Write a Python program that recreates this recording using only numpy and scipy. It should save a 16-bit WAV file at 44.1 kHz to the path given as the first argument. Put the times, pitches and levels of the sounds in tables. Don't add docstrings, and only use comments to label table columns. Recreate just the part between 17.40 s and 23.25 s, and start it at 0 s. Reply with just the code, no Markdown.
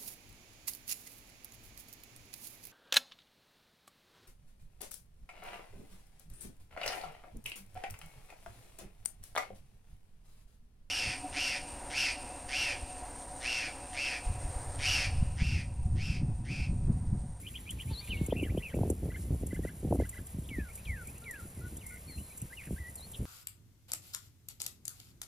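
import sys
import numpy as np
from scipy import signal
from scipy.fft import rfft, irfft
from scipy.io import wavfile
from scipy.ndimage import uniform_filter1d

SR = 44100
rng = np.random.default_rng(int(sys.argv[2]) if len(sys.argv) > 2 else 0)


def wav_record(signal):
    frames = np.transpose(np.atleast_2d(signal))
    bounded = np.clip(frames, -1, 1)
    quanta = np.round(bounded * 32767).astype(np.int16)
    wavfile.write(sys.argv[1], SR, quanta)


N = 258194
TIME, FREQS = np.arange(N) / SR, np.fft.rfftfreq(N, 1 / SR)


# freq_hz, gain_db
RUMBLE_EQ = [(12, -20), (25, -48), (40, -9), (60, -0.5), (80, -4), (120, -11), (200, -17.5), (400, -49),
             (900, -114)]
FLUTTER_EQ = [(30, -3), (80, 6), (150, 2.5), (280, 0.5), (450, -14), (700, -43.5), (1000, -56), (1500, -58),
              (3000, -100)]
RUFFLE_EQ = [(150, -0.5), (350, 8), (550, 5), (750, -1), (1000, -21.5), (1400, -24), (3000, -70)]

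def breeze(flutter_trim_db=-3, ruffle_db=-12, strong_gust_db=-42, brighten=0.76, swirls_per_s=380):
    rumble_db, flutter_db = gusts()
    rumble = steadied(coloured(rng.standard_normal(N), RUMBLE_EQ), 0.0526)
    swirls = rng.standard_normal(N) * amp(2 * rng.standard_normal(N))
    swirls *= rng.random(N) < swirls_per_s / SR
    swirls = signal.sosfilt(signal.butter(3, 90, "high", fs=SR, output="sos"), swirls)
    flutter = steadied(coloured(swirls, FLUTTER_EQ), 0.068)
    ruffle = steadied(coloured(swirls, RUFFLE_EQ), 0.063)
    ruffle *= amp(ruffle_db + brighten * (flutter_db - strong_gust_db))
    return amp(rumble_db) * rumble + amp(flutter_db + flutter_trim_db) * (flutter + ruffle)


# time_s, rumble_db, flutter_db
LULL = [(0, -48, -54), (.6, -49, -56), (1.28, -48.5, -77), (1.6, -40.5, -46.5), (2.05, -40, -55),
        (2.32, -47, -53), (2.65, -40, -56), (2.75, -51, -65), (3.4, -49, -67), (3.7, -49, -52.5),
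        (3.9, -54.5, -58.5), (4.5, -50, -59.5), (4.93, -59, -61), (5.85, -52, -62)]
# start_s, length_s, rumble_db, flutter_db
GUSTS = [(.32, 0.059, -39.5, -50.5), (0.452, .08, -38.5, -49.5), (0.683, 0.17, -37.5, -45),
         (0.89, 0.18, -38, -40), (1.082, .11, -36, -41.5), (1.335, 0.19, -35, -35.5),
         (1.622, 0.073, -40, -38), (1.781, 0.15, -42, -47.5), (1.9, 0.048, -34.5, -38.5),
         (1.999, 0.092, -41.5, -43), (2.155, .1, -37.5, -47), (2.424, 0.066, -39.5, -38),
         (2.498, 0.056, -34.5, -32), (2.58, 0.036, -28.5, -36), (2.782, 0.032, -43, -44.5),
         (2.927, 0.22, -45.5, -50.5), (3.161, 0.069, -35.5, -49.5), (3.461, 0.1, -40, -57),
         (4.015, 0.044, -48.5, -48), (4.164, .11, -43.5, -48.5), (4.312, .06, -49.5, -46.5),
         (4.659, 0.059, -56, -48.5), (4.759, 0.054, -40, -48), (5.011, 0.036, -42.5, -48),
         (5.262, .045, -48, -46), (5.305, .04, -36, -44), (5.385, 0.021, -44, -52),
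         (5.474, 0.036, -54, -53), (5.79, 0.048, -35, -42)]

def gusts(attack_s=0.0076, release_s=0.016):
    power = amp(curves(LULL)) ** 2
    for start, length, rumble_db, flutter_db in GUSTS:
        attack = np.clip((TIME - start) / attack_s, 0, 1)
        release = np.exp(-np.clip((TIME - start - length) / release_s, 0, 20))
        power += (amp([[rumble_db], [flutter_db]]) * attack * release) ** 2
    return 10 * np.log10(power)


# start_s, level_db, first_pitch_hz
EDDIES = [(0.456, -30, 111), (0.511, -24, 196), (.811, -19, 312), (.884, -25.5, 458), (.924, -17, 880),
          (.961, -25.5, 357), (1.027, -21, 580), (1.097, -24.5, 131), (1.148, -25, 470),
          (1.174, -21.5, 710), (1.341, -27.5, 755), (1.388, -24.5, 693), (1.41, -20, 273),
          (1.432, -23, 635), (1.5, -18, 492), (1.621, -28.5, 250), (1.637, -35.5, 700), (1.921, -20.5, 194),
          (2.033, -24.5, 540), (2.129, -25, 532), (2.191, -26, 503), (2.249, -24, 614), (2.448, -24, 516),
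          (2.524, -17.5, 907), (2.545, -23.5, 660), (2.588, -21.5, 577), (2.599, -21, 830),
          (2.62, -28.5, 560), (2.945, -27.5, 316), (2.984, -25.5, 313), (3.113, -32.5, 400),
          (3.183, -23.5, 385), (3.491, -28, 115), (4.199, -33, 253), (5.023, -35.5, 222), (5.307, -26, 527),
          (5.396, -33, 115), (5.801, -34.5, 415)]

def thumps(trim_db=-3, fall_s=0.0054, rest_hz=70, rise_s=0.0034, lowpass_hz=900):
    out, t = np.zeros(N), np.arange(SR // 25) / SR
    ragged = np.exp(0.2 * wander(440))
    for (start, db, hz), phase in zip(EDDIES, rng.random(len(EDDIES))):
        pitch = (rest_hz + (hz - rest_hz) * np.exp(-t / fall_s)) * np.interp(start + t, TIME, ragged)
        age = t / (rise_s * (600 / hz) ** 0.72)
        envelope = amp(db + trim_db) * age * np.exp(1 - age)
        add(out, start, envelope * np.sin(phase_of(pitch) + 2 * np.pi * phase))
    return signal.sosfilt(signal.butter(4, lowpass_hz, fs=SR, output="sos"), out)


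# time_s, level_db, pitch_hz
CHIPS = [(.078, -45.5, 2775), (.165, -43, 2850), (.302, -43, 2780), (.411, -42.5, 2750),
         (.779, -49.5, 2580), (.918, -48.5, 2932), (1.043, -46, 2664), (1.186, -50, 2845),
         (1.305, -57, 2810)]
CHATTER = [(1.71, -49.5, 1983), (1.752, -44, 2097), (2.115, -48.5, 2040), (2.154, -47.5, 2070),
           (2.243, -49.5, 1920), (2.282, -46, 2030), (2.602, -49.5, 2083), (2.644, -47, 1986),
           (2.737, -49.5, 2020), (2.774, -48, 2003)]
# offset_s, pitch_ratio, gain_db
CHIP_SHAPE = [(-.024, 0.97, -15), (-.013, 0.83, -6.5), (-.008, 1.14, -1), (-.001, 1.06, 2.5),
              (.004, 1.16, -8.5), (0.011, 1.2, -6), (0.016, 0.75, -19), (.028, 0.67, -17.5)]
SYLLABLE_SHAPE = [(-.014, 1.2, -28), (-.006, .97, -4.5), (.002, 1, -1.5), (.006, 1.02, -3.5),
                  (.009, 0.663, -10.5), (0.013, .78, -7.5), (0.024, .87, -13.5), (.028, 1.1, -28)]

def birds(lag_s=0.00004, lean_db=0.25, high_lean_db=2.2, echo_db=-12, echo_s=0.011):
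    chips = repeats(CHIPS, CHIP_SHAPE, rasp=0.22, octave_db=-45)
    song = whistles() + chips + repeats(CHATTER, SYLLABLE_SHAPE, rasp=0.091, octave_db=-26.5)
    song += amp(echo_db) * np.interp(TIME - echo_s, TIME, song, left=0)
    lean = amp(np.interp(FREQS, [3500, 4000], [lean_db, high_lean_db]))
    lag = np.interp(FREQS, [2200, 3700], [lag_s, 0])
    left = irfft(rfft(song) * lean * np.exp(-2j * np.pi * FREQS * lag), N)
    right = irfft(rfft(song) / lean, N)
    near = tree_scatter(song, wet_db=-14, t60_s=0.16, gap_s=0.0027)
    far = tree_scatter(song, wet_db=-19, t60_s=0.97, gap_s=0.065)
    return np.array([left, right]) + near + far


def syrinx(hz, rasp, shake, octave_db=-38, jitter=0.051, flicker=0.92, trill=0.23, trill_hz=125):
    bend, throb = shake[:, :len(hz)]
    swing = trill * rasp ** 2 * np.sin(2 * np.pi * trill_hz * np.arange(len(hz)) / SR)
    phase = phase_of(hz * (1 + swing + jitter * rasp * bend))
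    tone = np.sin(phase) + amp(octave_db) * np.sin(2 * phase)
    return np.sqrt(2) * (1 + flicker * rasp * throb) * tone


def repeats(calls, shape, rasp, octave_db, shake_hz=300):
    out, shake = np.zeros(N), np.array([wander(shake_hz), wander(shake_hz)])
    t = np.arange(shape[0][0], shape[-1][0], 1 / SR)
    bend, swell_db = curves(shape, t)
    reedy_db = octave_db - 45 * np.log2(bend)
    for time, db, hz in calls:
        note = syrinx(hz * bend, rasp, shake[:, int(time * SR):], reedy_db)
        add(out, time + t[0], amp(db + swell_db) * note)
    return out


def whistles(shake_hz=260, fade_s=0.011, quaver=0.0114, throb_db=2):
    out, shake = np.zeros(N), np.array([wander(shake_hz), wander(shake_hz)])
    drift = 1 + quaver * wander(30)
    throb = amp(throb_db * wander(50))
    for start, hz, db, rasp in [*slides(), *slurs(), *warbles(), *scoops(), *lifts(), *arcs()]:
        fades = signal.windows.tukey(len(hz), min(2 * fade_s * SR / len(hz), 0.5))
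        at = int(start * SR)
        note = syrinx(hz * drift[at:][:len(hz)], rasp, shake[:, at:])
        add(out, start, amp(db) * fades * note)
    return throb * out


# start_s, length_s, level_db, first_hz
SLIDES = [(3.099, .21, -47, 2436), (3.462, .18, -43.5, 2606), (3.852, 0.17, -45, 2462)]

def slides(end_hz=1300, sag=0.88, rasp=0.093, flick_s=0.0121, flick_hz=3500, flick_rasp=0.85):
    for start, length, db, hz in SLIDES:
        yield start - flick_s, flick_hz * (hz / flick_hz) ** progress(flick_s), db - 10, flick_rasp
        along = progress(length)
        swell_db = np.interp(along, [0, 0.21, 1], [-8, 0, -15])
        yield start, hz * (end_hz / hz) ** along ** sag, db + swell_db, rasp


# start_s, length_s, first_hz, held_hz, settle_s, first_db, held_db, held_rasp
SLURS = [(.7, 0.164, 3180, 2216, 0.028, -38, -56.5, 0.1), (4.147, 0.12, 2180, 1973, 0.0403, -69, -71, 0.15),
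         (4.404, 0.18, 3110, 2116, 0.02, -60.5, -57, 0.4), (4.671, .29, 4430, 4090, .06, -58.5, -72, 0.17),
         (4.677, 0.075, 2500, 1950, 0.028, -59, -70, 0.7), (5.166, 0.121, 2905, 2203, 0.03, -49.5, -59, 1),
         (5.395, .105, 2024, 1925, .03, -51, -50, 0)]

def slurs(first_rasp=0.11, linger=1.81):
    for start, length, first_hz, held_hz, settle_s, first_db, held_db, held_rasp in SLURS:
        age = progress(length) * length / settle_s
        hz = held_hz + (first_hz - held_hz) * np.exp(-age ** 2)
        held = 1 - np.exp(-(age / linger) ** 4)
        db = first_db + (held_db - first_db) * held
        yield start, hz, db, first_rasp + (held_rasp - first_rasp) * held


# start_s, length_s, level_db, pitch_hz
WARBLES = [(0.925, .19, -43, 2538), (1.193, .16, -45.5, 2564)]
# length_fraction, pitch_ratio, gain_db
WARBLE_SHAPE = [(0, .76, -12), (.15, .78, -13), (.24, 1.1, -1), (.4, 1.02, -2), (.56, .92, -4),
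                (.73, .73, -15), (.84, 0.59, -13), (1, 1.11, -2)]

def warbles(rasp=0.39):
    for start, length, db, hz in WARBLES:
        bend, swell_db = curves(WARBLE_SHAPE, progress(length))
        yield start, hz * bend, db + swell_db, rasp


# start_s, length_s, level_db, lowest_hz
SCOOPS = [(0.524, .086, -47, 3933), (3.28, .042, -55, 2140), (3.645, 0.058, -57.5, 2240),
          (4.89, 0.046, -62, 2250), (5.568, .094, -58, 3810)]

def scoops(depth=0.17, lowest_at=0.406, crescendo_db=4, rasp=0.16):
    for start, length, db, hz in SCOOPS:
        along = progress(length)
        height = np.cos(np.pi * np.interp(along, [0, lowest_at, 1], [0, 0.5, 1])) ** 2
        yield start, hz * (1 + depth * height), db + crescendo_db * (along - 0.5), rasp


# start_s, length_s, level_db, upper_hz
LIFTS = [(5.098, .052, -54, 2070), (5.358, .046, -55, 2060)]

def lifts(step=0.24, step_at=0.56, steepness=7, crescendo_db=5, rasp=0.12):
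    for start, length, db, hz in LIFTS:
        up = (1 + np.tanh(steepness * (progress(length) - step_at))) / 2
        yield start, hz * (1 - step * (1 - up)), db + crescendo_db * (up - 0.5), rasp


# start_s, length_s, level_db, middle_hz
PEEPS = [(.022, 0.04, -60.5, 2333), (.25, .048, -55, 2400), (.469, 0.042, -57, 2430),
         (.605, 0.058, -57.5, 2390), (.686, 0.0205, -52, 2940), (3.035, 0.037, -65, 3500),
         (3.183, 0.034, -61.5, 2430), (3.37, 0.045, -61, 2470), (3.555, .027, -60.5, 2600),
         (3.747, .036, -61.5, 2690), (3.933, 0.0375, -62, 2520), (4.354, .05, -67, 3450),
         (4.771, 0.047, -58.5, 2820), (5.003, 0.0344, -64.5, 2700)]
HOOTS = [(3.812, 0.061, -63, 1425), (4.019, 0.05, -63, 1410), (4.205, 0.081, -58.5, 1458),
         (4.502, 0.059, -61.5, 1490)]
SCOLDS = [(.671, 0.0176, -51.5, 2640), (5.732, 0.0333, -52, 3350)]

def arcs():
    def glide(notes, rise_octaves, bow_octaves, rasp):
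        for start, length, db, hz in notes:
            along = progress(length) - 0.5
            yield start, hz * 2 ** (rise_octaves * along + bow_octaves * (2 * along) ** 2), db, rasp
    yield from glide(PEEPS, rise_octaves=0.288, bow_octaves=-0.031, rasp=0.39)
    yield from glide(HOOTS, rise_octaves=0.048, bow_octaves=-0.068, rasp=0.11)
    yield from glide(SCOLDS, rise_octaves=-0.345, bow_octaves=0.024, rasp=0.75)


def tree_scatter(song, wet_db, t60_s, gap_s, echoes_per_s=2000):
    t = np.arange(SR // 2) / SR
    echoes = rng.standard_normal((2, len(t))) * (rng.random((2, len(t))) < echoes_per_s / SR)
    echoes *= (t > gap_s) * amp(-60 * t / t60_s)
    echoes /= np.linalg.norm(echoes[0])
    return amp(wet_db) * signal.fftconvolve(song[None], echoes, axes=1)[:, :N]


# time_s, strokes_per_s, level_db
INSECT_BUZZ = [(0, 96, -55.5), (1.5, 74, -56.5), (3, 67.5, -56), (4.2, 67, -57.5), (4.75, 53, -53.5),
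               (5.2, 70, -56), (5.85, 70, -53.5)]
# freq_hz, gain_db
RASP_EQ = [(4000, -21.5), (6600, -9), (7500, 5.5), (8400, -2.5), (9200, 7.5), (9900, 0.5), (10900, -7),
           (12300, -5.5), (13500, -6.5), (14500, 4), (15800, -15)]

def insect(top_hz=10450, arch_hz=900, jitter_hz=55, tone_db=-10, pulse_depth=0.11, flicker_db=2.42):
    rate, level_db = curves(INSECT_BUZZ)
    stroke = np.sin(phase_of(rate * (1 + 0.0147 * wander(18.47))) / 2) ** 2
    hz = top_hz - arch_hz * (1 - stroke) ** 2 + jitter_hz * wander(596)
    tone = amp(tone_db + 0.39 * wander(27)) * unit_rms(stroke * np.sin(phase_of(hz)))
    rasp = air_noise(RASP_EQ) * (1 + pulse_depth * (2 * stroke - 1))
    return amp(level_db + flicker_db * wander(24)) * (rasp + spread_treble(tone, tone))


# start_s, level_db
TICKS = [(0.3053, -36), (0.8416, -45.5), (0.861, -36), (1.498, -32.5), (2.065, -36.5), (2.6894, -34),
         (2.866, -41), (3.3523, -36), (3.6695, -38.5), (3.7772, -46), (3.908, -38), (4.367, -38),
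         (4.4636, -38.5), (4.9737, -37.5), (4.998, -49), (5.015, -38.5), (5.554, -37.5), (5.604, -46),
         (5.7155, -39.5)]
# freq_hz, gain_db
TICK_EQ = [(1500, -9), (4500, -14), (6500, 3), (8000, 22), (10000, 7.5), (13000, 6), (15500, -39)]

def insect_ticks(trim_db=-4, rise_s=0.0019, hold_s=0.0067, fade_s=0.0046, grain_db=2):
    envelope, t = np.zeros(N), np.arange(SR // 20) / SR
    scrape = np.minimum(t / rise_s, 1) * np.exp(-np.maximum(t - hold_s, 0) / fade_s)
    for start, db in TICKS:
        add(envelope, start, amp(db + trim_db) * scrape)
    return envelope * amp(grain_db * wander(1300)) * air_noise(TICK_EQ)


# time_s, wingbeat_hz, level_db
FLY_PASS = [(.2, 210, -70), (.48, 218, -72), (.515, 225, -52), (.555, 192, -63), (.61, 203, -57),
            (.65, 195, -61), (.70, 200, -56), (.85, 181, -65), (1.05, 162, -83)]
# freq_hz, gain_db
WING_EQ = [(200, -14), (600, -29), (900, 15.5), (1200, -2), (2000, -1), (2800, -1), (3600, 8.5),
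           (4400, 3.5), (5500, -23), (7000, -16)]

def fly(odd_db=-7, waver=0.00363, harmonics=31):
    hz, level_db = curves(FLY_PASS)
    near = (TIME > FLY_PASS[0][0]) & (TIME < FLY_PASS[-1][0])
    hz = (hz * (1 + waver * wander(47)))[near]
    phase, buzz, out = phase_of(hz), np.zeros(len(hz)), np.zeros(N)
    for k in range(1, harmonics + 1):
        gain = amp(at_freq(WING_EQ, k * hz) + odd_db * (k % 2))
        buzz += gain * np.cos(k * (phase + rng.uniform(0, 2 * np.pi)))
    out[near] = amp(level_db[near]) * unit_rms(buzz)
    return out


# start_s, peak_db
TAPS = [(5.566, -53), (5.595, -49), (5.616, -52), (5.669, -49.5)]

def taps(first_hz=850, fall_s=0.0049, ring_s=0.00093):
    out, t = np.zeros(N), np.arange(SR // 50) / SR
    pitch = first_hz * (1 + np.exp(-t / fall_s)) / 2
    knock = t / ring_s * np.exp(1 - t / ring_s) * np.sin(phase_of(pitch))
    for start, db in TAPS:
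        add(out, start, amp(db) * knock)
    return out


# freq_hz, gain_db
GRASS_EQ = [(1500, -30), (3500, -4), (6500, 0), (9000, -14), (15000, -30)]

def grass_rustle(peak_s=1.825, width_s=0.022, level_db=-63):
    return amp(level_db) * np.exp(-((TIME - peak_s) / width_s) ** 2) * air_noise(GRASS_EQ)


# freq_hz, gain_db
FIELD_EQ = [(30, 1.5), (120, -6), (250, -14.5), (500, -29.5), (1000, -15), (1400, -18.5), (2200, -15),
            (3500, -20), (5500, -23), (9000, -18.5), (16000, -20.5)]
TREE_WIND_EQ = [(100, 5), (250, -10), (450, 2.5), (700, -3), (1100, -8.5), (2000, -23), (5000, -26)]
# time_s, level_db
TREE_WIND = [(0, -68), (.9, -57), (2.2, -62.5), (3.2, -61), (3.6, -59.5), (4.1, -60), (4.7, -63),
             (5.3, -64.5), (5.85, -60)]

def distant_air(field_db=-58, patchy_db=1):
    field = amp(field_db + patchy_db * wander(11)) * air_noise(FIELD_EQ)
    tree_wind = amp(curves(TREE_WIND)[0]) * air_noise(TREE_WIND_EQ)
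    return field + tree_wind


# freq_hz, correlation
STEREO_LIKENESS = [(30, 1), (400, 1), (700, 0.91), (1200, 0.091), (4000, 0.67), (6500, 1), (8200, 1),
                   (9800, 0.92), (11000, 0.94), (12200, 0.96), (13200, 0.69), (14600, 1)]

def air_noise(eq):
    left, independent = rng.standard_normal((2, N))
    same = at_freq(STEREO_LIKENESS, FREQS)
    right = irfft(same * rfft(left) + np.sqrt(1 - same ** 2) * rfft(independent), N)
    return spread_treble(coloured(left, eq), coloured(right, eq))


# freq_hz, left_lead_turns
STEREO_PHASE = [(0, 0), (5600, 0), (7900, -.47), (8600, -.52), (10900, -.99), (12200, -1.01),
                (14200, -1.48), (16000, -1.5)]

def spread_treble(left, right):
    turns = np.interp(FREQS, *np.transpose(STEREO_PHASE))
    return np.array([irfft(rfft(left) * np.exp(2j * np.pi * turns), N), right])


def amp(db):
    return 10 ** (np.asarray(db) / 20)


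def unit_rms(x):
    return x / np.sqrt(np.mean(x ** 2) + 1e-20)


def phase_of(hz):
    return 2 * np.pi * np.cumsum(hz) / SR


def progress(length_s):
    return np.linspace(0, 1, int(length_s * SR))


def at_freq(points, hz):
    freqs, values = np.transpose(points)
    return np.interp(np.log(hz + 1), np.log(freqs + 1), values)


def curves(rows, t=TIME):
    times, *columns = np.transpose(rows)
    return [np.interp(t, times, column) for column in columns]


def add(mix, start_s, sound):
    part = mix[max(round(start_s * SR), 0):][:len(sound)]
    part += sound[:len(part)]


def coloured(x, eq):
    return unit_rms(irfft(rfft(x) * amp(at_freq(eq, FREQS)), N))


def wander(hz):
    return unit_rms(irfft(rfft(rng.standard_normal(N)) * np.exp(-(FREQS / hz) ** 2), N))


def steadied(x, window_s):
    return x / np.sqrt(abs(uniform_filter1d(x ** 2, int(window_s * SR))) + 1e-4)


def scene():
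    bed = distant_air()
    close = breeze() + thumps() + taps() + fly()
    return close + birds() + insect() + insect_ticks() + grass_rustle() + bed


def record(dry, cutoff_hz=15750):
    lowpass = signal.firwin(511, cutoff_hz, window=("kaiser", 9), fs=SR)
    return signal.oaconvolve(dry, lowpass[None], "same")


dry = scene()
out = record(dry)
wav_record(out)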